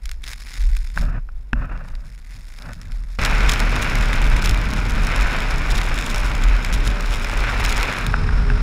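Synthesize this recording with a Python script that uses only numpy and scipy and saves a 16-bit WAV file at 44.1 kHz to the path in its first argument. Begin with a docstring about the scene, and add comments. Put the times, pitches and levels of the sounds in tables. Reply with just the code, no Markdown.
"""A snowstorm outdoors, heard at a helmet microphone: first beside a parked dirt bike, then riding a snowy road.
Filtered noise makes the wind: a deep throb, buffeting and a fluttering rush, in gusts and then a steady airstream.
Random short bursts make icy grains and soft flakes hitting the housing; ringing tones make wet clumps knock on it.
At speed the hits merge into a loud crackle over a faint engine built from sine waves.
Near the end the head turns out of the snow: the hits fade while the wind and engine grow."""
import sys
import numpy as np
from scipy import signal
from scipy.fft import rfft, irfft, next_fast_len
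from scipy.io import wavfile
from scipy.ndimage import uniform_filter1d

SR = 44100
rng = np.random.default_rng(int(sys.argv[2]) if len(sys.argv) > 2 else 0)


def generate_wav(sig):
    """Save sig (samples, or channels by samples) to the path in sys.argv[1] as 16-bit PCM at SR."""
    pcm = np.round(np.clip(np.atleast_2d(sig).T, -1, 1) * 32767).astype(np.int16)
    wavfile.write(sys.argv[1], SR, pcm)


N = 380141
TIME = np.arange(N) / SR  # seconds

CUT_S = 3.188  # the standing scene stops here and the riding scene starts
TURN_S, TURN_TAKES_S = 7.98, 0.12  # when the head starts to turn aside, and how long it takes

# Light wind between the gusts, in dB.
CALM_THROB_DB, CALM_BUFFET_DB = -34, -53
SURGE_RISE_S = 0.044
BUFFET_LINGER = 1.3  # buffeting dies this many times more slowly than the rush
SLEET_LULL_DB = -68  # sleet between showers, before the lift given to all sleet
THROB_SWAY_DB, THROB_SWAY_HZ = 3, 6.4  # random sway of the throb at speed: depth and rate
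# Airstream level looking ahead, then how much airstream and buffeting rise with the turn.
AIR_DB, AIR_TURN_DB, BUFFET_TURN_DB = -36.5, 4.5, 7
# Icy grains in average snowfall, before the crackle lift; dB gained for each dB of flakes.
ICE_DB, ICE_FOLLOWS = -46.5, 0.55
CRACKLE_LIFT_DB = 8.5
PELLET_LIFT_DB = 8.5
ENGINE_DB, ENGINE_TURN_DB = -44.5, 3  # engine level looking ahead, and its rise with the turn
EDGE_HZ = 15650  # top of the sound band

# Gusts straight into the port. Each row: start in seconds, rise in seconds, hold in seconds,
# time to fade by 20 dB in seconds, rush level in dB, buffeting level in dB.
GUSTS = [(0.947, 0.032, 0.2, 0.023, -39, -28), (1.531, 0.097, 0.014, 0.065, -36.5, -27),
         (1.675, 0.017, 0.055, 0.28, -40, -36), (1.996, 0.03, 0.057, 0.089, -62, -42.5),
         (2.316, 0.043, 0.038, 0.04, -58, -42.5), (2.563, 0.14, 0.022, 0.016, -39.5, -34),
         (2.732, 0.04, 0.17, 0.5, -54.5, -41)]
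# Large slow eddies that pump the port while standing. Each row: start in seconds, level in dB,
# hold in seconds, time to fade by 20 dB in seconds.
SURGES = [(0.01, -24.5, 0.017, 0.42), (0.578, -13, 0.086, 0.3), (0.96, -15.5, 0.016, 0.35),
          (1.313, -24, 0.02, 0.072), (1.518, -20, 0.018, 0.18), (1.68, -23.5, 0.018, 0.17),
          (1.89, -22.5, 0.011, 0.17), (2.886, -23, 0.017, 0.6)]
# Sleet blown at the standing helmet. Each row: start in seconds, rise in seconds, hold in seconds,
# time to fade by 20 dB in seconds, level in dB before the lift given to all sleet.
SLEET_SHOWERS = [(0.011, 0.026, 0.1, 0.049, -56.5), (0.208, 0.048, 0.64, 0.096, -46),
                 (0.93, 0.025, 0.034, 0.098, -45), (1.494, 0.88, 0.83, 0.3, -55.5)]
# Single large ice grains. Each row: time in seconds, level in dB before the pellet lift,
# pitch in Hz (it sets how bright the snap is).
PELLETS = [(0.0558, -18.5, 2440), (0.0922, -19.5, 2040), (0.1141, -17, 2230), (0.2389, -17, 2040),
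           (0.3321, -15.5, 1940), (0.5392, -19.5, 1820), (0.6165, -42, 1180), (0.7667, -17, 2170),
           (1.7754, -30, 1280), (1.8846, -28, 1540), (1.952, -27, 1550), (2.586, -24.5, 1690),
           (2.6214, -23.5, 2020), (2.7322, -22, 2080), (2.814, -25, 2090), (2.9193, -25, 1800),
           (3.25, -4.5, 1455), (3.497, -7.5, 1770), (3.7618, -10, 1800), (3.9544, -12.5, 2440),
           (4.13, -4.5, 1470), (4.365, -11.5, 1790), (4.459, -10, 2470), (5.505, -13.5, 1510),
           (5.9873, -9.5, 1800), (6.145, -8, 1530), (6.6468, -7.5, 1530), (6.7263, -11.5, 1970),
           (6.8724, -17, 2300), (7.007, -14, 1740), (7.2448, -11, 1790), (7.296, -12, 1500),
           (7.6514, -6, 1480), (7.7206, -14, 1900), (8.0651, -9, 2340)]
# Wet clumps knocking on the housing. Each row: time in seconds, knock level in dB, pitch in Hz,
# thump level in dB.
KNOCKS = [(0.9746, -11, 1560, -36), (1.289, -32, 1400, -55), (1.5316, -10.5, 1564, -16.5),
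          (8.1403, -6.5, 1460, -28), (8.2898, -16, 1530, -41), (8.5009, -15, 1560, -20)]
# Tones in a knock. Each row: multiple of the knock's pitch, relative level in dB.
KNOCK_TONES = [(.58, -10), (1, 0), (1.72, -16)]
# Tones of a thump in the port. Each row: frequency in Hz, relative level in dB, time to fall 60 dB in seconds.
THUMP_TONES = [(45, 6, 0.39), (124, -0.5, 0.075), (235, -0.5, 0.083), (2630, 1, 0.015), (5160, -20, 0.013)]
# Deep throb while riding, before its random sway. Each row: time in seconds, level in dB.
RIDE_THROB = [(3.2, -18), (3.75, -19), (4.2, -16), (4.7, -20), (5.4, -16.5), (5.9, -22.5), (6.45, -19),
              (7.3, -19.5), (7.86, -19.5), (8.0, -30.5), (8.12, -19.5), (8.62, -16)]
# Buffeting at the port while riding, before the rise with the turn. Each row: time in seconds, level in dB.
RIDE_BUFFET = [(3.2, -28), (3.6, -26.5), (4.15, -28), (4.4, -24), (5.6, -30), (6.7, -32), (6.85, -28),
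               (7.1, -32.5), (8.0, -31)]
# Soft flakes hitting while riding. Each row: time in seconds, level in dB before a 0.3 dB lift.
FLAKES = [(3.2, -25), (4.25, -27), (4.9, -32), (5.25, -24.5), (5.55, -30), (5.9, -29), (6.9, -33),
          (7.2, -33), (7.45, -26), (7.9, -25.5), (8.12, -30)]
# Flurries of icy grains on the road. Each row: middle in seconds, length in seconds,
# level in dB before the crackle lift.
FLURRIES = [(3.253, 0.058, -38.5), (3.518, 0.077, -36.5), (4.484, 0.15, -40.5), (4.92, 0.099, -48.5),
            (5.773, 0.23, -40), (6.082, 0.28, -42.5), (6.746, 0.023, -30.5), (6.872, 0.06, -40.5),
            (7.137, 0.09, -37), (7.232, 0.052, -42), (7.74, 0.26, -41)]
# Engine speed. Each row: time in seconds, shaft turns per second before a small random waver.
SHAFT = [(3.2, 62.4), (5.0, 60.8), (6.0, 59.5), (7.2, 58), (7.7, 58.6), (8.2, 60), (8.62, 59)]
# Engine tones. 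Each row: multiple of the shaft speed, relative level in dB looking ahead,
# relative level in dB looking aside.
ENGINE_ORDERS = [(7, -3, 2), (8, -11, -9), (10, -2, -16), (10.5, -14, -7), (12.5, -12, -7), (16, -6, -10),
                 (22, -6, -12)]
# Resonances of the housing. Each row: frequency in Hz, width in Hz, lift in dB (negative for a dip).
HOUSING = [(241.6, 33, 3), (660, 36, -1.5), (948, 80, 1.5), (1493, 190, 3.5), (2394, 660, 5.5),
           (3715, 890, 5.5), (5236, 670, 7.5), (6750, 420, 3.5), (9970, 760, 3), (11350, 1500, 4)]

# Colours of the sounds before the housing. Each row: frequency in Hz, relative level in dB per Hz.
# Deep throb of the wind.
THROB_COLOUR = [(12, -44), (23, -7.5), (31, -3), (39, -3), (47, -4), (61, -23), (86, -42), (210, -66),
                (520, -99)]
# Quick eddies while the port faces the airstream.
BUFFET_COLOUR = [(40, -22), (66, -2), (92, 1), (150, -4), (200, -8.5), (270, -11), (360, -19), (640, -33),
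                 (1600, -55), (5200, -90)]
# Slow eddies around the standing or turned helmet.
BREEZE_COLOUR = [(45, -19), (80, 7), (115, 1.5), (155, 2), (205, -8), (262, -12), (345, -29), (600, -54),
                 (1600, -71)]
# Rush of the gusts.
GUST_COLOUR = [(110, -23), (240, 0), (410, -8), (590, 2), (880, -6), (1300, 0), (1720, -3), (2180, -17.5),
               (2720, -13.5), (3150, -30.5), (6100, -39), (14500, -56)]
# Rush of the airstream at speed.
AIR_COLOUR = [(110, -5), (310, -2.5), (760, -6.5), (1320, -0.5), (1780, -7), (2620, -14), (3180, -19.5),
              (4450, -21.5), (5280, -19.5), (6050, -27.5), (9100, -31.5), (14500, -53)]
# Ice grains hitting while standing, and the large pellets.
ICE_COLOUR = [(110, 1), (420, -13), (980, -7.5), (2050, -3), (2950, -10), (4900, -10), (6900, -11.5),
              (9800, -15.5), (13200, -23), (16200, -19)]
# Hiss of drifting snow.
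DRIFT_COLOUR = [(110, 11), (480, 5.5), (980, 1.5), (1900, -2.5), (3150, -13), (6100, -23), (14500, -20)]
# Soft flakes hitting at speed.
FLAKE_COLOUR = [(115, -10), (295, -6), (700, -2), (1150, -1.5), (1560, 0), (2020, -1.5), (2580, -6.5),
                (3250, -13), (4450, -17.5), (7200, -26), (14400, -43)]
# Ice grains hitting at speed.
CRACKLE_COLOUR = [(100, -9), (500, -11.5), (1000, -9), (2000, -7.5), (3200, -2), (5000, -9), (7000, -6),
                  (10500, -14.5), (13000, -19), (16000, -18)]


def gain_of(db):
    """Turns decibels into a gain."""
    return 10 ** (np.asarray(db) / 20)


def follow(rows):
    """Turns a level curve in dB into a gain for every sample."""
    return gain_of(np.interp(TIME, *np.transpose(rows)))


def add(mix, s, sound):
    """Lays a sound into the mix at a time in seconds."""
    part = mix[max(round(s * SR), 0):][:len(sound)]
    part += sound[:len(part)]


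def evened(x):
    """Scales to an average (rms) strength of 1."""
    return x / np.sqrt(np.mean(x ** 2) + 1e-20)


def together(gains):
    """Combined strength of independent noises: their powers add."""
    return np.sqrt(sum(g ** 2 for g in gains))


def swell(start, rise, hold, fade):
    """Rises to one, holds, then loses 20 dB in every fade time, down to 200 dB."""
    t = TIME - start
    fall_db = -20 * np.clip((t - rise - hold) / fade, 0, 10)
    return np.clip(t / rise, 0, 1) * gain_of(fall_db)


def wander(hz):
    """Random drift of rms 1, with little movement faster than the given rate."""
    step = 32  # the drift is slow, so make one point per 32 samples and join them up
    size = next_fast_len(N // step + 2)
    smooth = np.exp(-(np.fft.rfftfreq(size, step / SR) / hz) ** 2)
    drift = irfft(rfft(rng.standard_normal(size)) * smooth, size)
    return evened(np.interp(TIME, np.arange(size) * step / SR, drift))


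def housing(colour, size=4096):
    """Response to one click, with a given colour shaped by the resonances of the housing."""
    hz = np.fft.rfftfreq(size, 1 / SR)
    colour_hz, colour_db = np.transpose(colour)
    db = np.interp(np.log(hz + 1), np.log(colour_hz), colour_db)
    for at, width, lift in HOUSING:
        db = db + lift / (1 + (2 * (hz - at) / width) ** 2)
    # choose phases so that the response starts at once and never before the click
    log_gain = np.log(gain_of(np.r_[db, db[-2:0:-1]]))
    return np.fft.ifft(np.exp(np.conj(signal.hilbert(log_gain)))).real


def coloured(x, colour, size=4096):
    """Passes a raw sound through the housing and scales it to rms 1."""
    return evened(signal.oaconvolve(x, housing(colour, size=size))[:N])


def eddies(colour, steadiness):
    """Low turbulence from coloured noise, whose random lulls are partly filled in."""
    noise = coloured(rng.standard_normal(N), colour, size=16384)
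    swirl = signal.hilbert(noise, next_fast_len(N))[:N]
    strength = np.sqrt(uniform_filter1d(abs(swirl) ** 2, size=1500) + 1e-3)
    return evened(swirl.real / strength ** np.clip(steadiness, 0, 1))


def shatter(decay_s, slope_db, size=512):
    """One grain breaking: a brief dying burst of noise, tilted in dB per octave above 1400 Hz."""
    burst = rng.standard_normal(size) * np.exp(-np.arange(size) / SR / decay_s)
    octaves = np.log2(np.maximum(np.fft.rfftfreq(2 * size, 1 / SR), 1400) / 4200)
    padded = np.r_[np.zeros(24), burst]  # room for the tilt to spread the start
    burst = irfft(rfft(padded, 2 * size) * gain_of(slope_db * octaves))[:size]
    return burst / np.linalg.norm(burst)


def hail(rate, sizes_db, decay_s, slopes_db, ceiling, count=24):
    """Random impacts per second, mostly small, few large; each spot on the housing has its own tilt."""
    at = np.flatnonzero(rng.random(N) < rate / SR)
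    size = gain_of(sizes_db * np.minimum(rng.exponential(1, N), ceiling))[at]
    spot = rng.integers(0, count, N)[at]
    shapes = [shatter(decay_s, slope) for slope in slopes_db * np.linspace(-1, 1, count)]
    out = np.zeros(N)
    for i, strength, k in zip(at, size, spot):
        add(out, i / SR, strength * shapes[k])
    return out


def turned():
    """How far the head has turned aside, from 0 to 1."""
    return np.clip((TIME - TURN_S) / TURN_TAKES_S, 0, 1)


def wind_standing():
    """Strength of throb, buffeting and rush: surges and gusts over a light wind."""
    throbs = [gain_of(CALM_THROB_DB)]
    for start, db, hold, fade in SURGES:
        throbs.append(gain_of(db) * swell(start, SURGE_RISE_S, hold, fade))
    buffets, rushes = [gain_of(CALM_BUFFET_DB)], []
    for start, rise, hold, fade, rush_db, buffet_db in GUSTS:
        buffets.append(gain_of(buffet_db) * swell(start, rise, hold, fade * BUFFET_LINGER))
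        rushes.append(gain_of(rush_db) * swell(start, rise, hold, fade))
    return together(throbs), together(buffets), together(rushes)


def wind_riding():
    """Strength of throb, buffeting and rush at speed; the last two grow as the head turns."""
    turn = turned()
    throb = follow(RIDE_THROB) * gain_of(THROB_SWAY_DB * wander(hz=THROB_SWAY_HZ))
    buffet = follow(RIDE_BUFFET) * gain_of(BUFFET_TURN_DB * turn)
    return throb, buffet, gain_of(AIR_DB + AIR_TURN_DB * turn)


def wind():
    """Eddies throb and buffet at the port; gusts and the airstream add a fluttering rush."""
    riding = TIME > CUT_S
    throbbing, buffeting, rushing = np.where(riding, wind_riding(), wind_standing())
    throb = throbbing * eddies(THROB_COLOUR, steadiness=0.84) * gain_of(0.03)

    head_on = riding * (1 - turned())  # eddies are quick only with the port facing the airstream
    quick = np.sqrt(head_on) * eddies(BUFFET_COLOUR, steadiness=0.16)
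    slow = np.sqrt(1 - head_on) * eddies(BREEZE_COLOUR, steadiness=0.2)
    lumps = gain_of(1.5 * wander(hz=15) - 0.57)  # eddies arrive in lumps
    buffet = buffeting * (quick + slow) * lumps

    flutter = wander(hz=83)
    puffs = coloured(gain_of(2.8 * flutter) * rng.standard_normal(N), GUST_COLOUR)
    stream = coloured(gain_of(2.0 * flutter) * rng.standard_normal(N), AIR_COLOUR)
    return throb + buffet + rushing * np.where(riding, stream, puffs)


def snow_standing():
    """Separate icy ticks come in showers over the faint hiss of drifting snow."""
    ticks = hail(rate=1300, sizes_db=7.5, decay_s=0.00081, slopes_db=0.5, ceiling=2.56)
    showers = [gain_of(SLEET_LULL_DB)]
    for *shape, db in SLEET_SHOWERS:
        showers.append(gain_of(db) * swell(*shape))
    lift = gain_of(3.0 + 2.2 * wander(hz=7.9))  # 3 dB on all sleet, with random swings
    sleet = lift * coloured(ticks, ICE_COLOUR) * together(showers)
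    drift = gain_of(-59.5) * coloured(rng.standard_normal(N), DRIFT_COLOUR)
    return (sleet + drift) * (TIME < CUT_S)


def pellets():
    """The largest ice grains snap against the housing; higher-pitched ones are brighter all through."""
    out, shell = np.zeros(N), housing(ICE_COLOUR)
    thin = signal.butter(1, 1100, "high", fs=SR)  # a hard, light grain gives little bass
    for s, db, hz in PELLETS:
        grain = shatter(decay_s=0.0019, slope_db=7.0 * np.log2(hz / 2300))
        snap = signal.lfilter(*thin, signal.fftconvolve(grain, shell))
        add(out, s, gain_of(db + PELLET_LIFT_DB) * snap / np.linalg.norm(snap))
    return out


def knocks():
    """A wet clump rings the housing for a few cycles and pushes a low thump into the port."""
    out, t = np.zeros(N), np.arange(SR // 8) / SR
    contact = t / 0.0013  # the blow is strongest after 1.3 ms
    blow = contact ** 2 * np.exp(2 * (1 - contact))
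    thump = sum(np.sin(2 * np.pi * hz * t) * gain_of(db - 60 * t / t60) for hz, db, t60 in THUMP_TONES)
    for s, db, hz, thump_db in KNOCKS:
        ring = sum(gain_of(level) * np.sin(2 * np.pi * ratio * hz * t) for ratio, level in KNOCK_TONES)
        add(out, s, gain_of(db) * blow * ring - gain_of(thump_db) * thump)
    return out


def snow_riding():
    """Soft flakes merge into a dense patter under crackling icy flurries, until the head turns away."""
    flakes = hail(rate=3300, sizes_db=2.0, decay_s=0.0009, slopes_db=2.5, ceiling=5.1)
    flakes *= gain_of(0.92 * wander(hz=42))
    ice = hail(rate=1150, sizes_db=5.5, decay_s=0.00082, slopes_db=0.0, ceiling=4.7)
    ice *= gain_of(2.8 * wander(hz=51.0))

    snowfall = follow(FLAKES)
    icy = [gain_of(ICE_DB) * evened(snowfall) ** ICE_FOLLOWS]
    for middle, length, db in FLURRIES:
        icy.append(gain_of(db) * np.exp(-(2 * (TIME - middle) / length) ** 2))
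    patter = gain_of(0.3) * coloured(flakes, FLAKE_COLOUR) * snowfall
    crackle = gain_of(CRACKLE_LIFT_DB) * coloured(ice, CRACKLE_COLOUR) * together(icy)

    in_the_snow = np.clip((8.15 - TIME) / 0.14, 0, 1)  # silent from 8.15 s, after a 0.14 s fade
    return (patter + crackle) * in_the_snow * (TIME > CUT_S)


def engine():
    """Sine waves at multiples of the shaft speed waver; turning the head brings the low one forward."""
    speed = np.interp(TIME, *np.transpose(SHAFT)) * (1 + .008 * wander(hz=20))
    turns, aside = np.cumsum(speed) / SR, turned()
    hum = np.zeros(N)
    for order, ahead_db, aside_db in ENGINE_ORDERS:
        level_db = (1 - aside) * ahead_db + aside * aside_db + 2.5 * wander(hz=4.4)
        hum += gain_of(level_db) * np.sin(2 * np.pi * order * turns)
    return gain_of(ENGINE_DB + ENGINE_TURN_DB * aside) * hum * (TIME > CUT_S)


def scene():
    """Everything reaches one microphone, with no echo in the open snow."""
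    return (wind() + snow_standing() + pellets() + knocks() + snow_riding() + engine())[None]


def record(dry):
    """Removes the treble above the top of the sound band."""
    low_pass = signal.firwin(255, EDGE_HZ, window=("kaiser", 9), fs=SR)
    return signal.oaconvolve(dry, low_pass[None], "same")


dry = scene()
out = record(dry)
generate_wav(out)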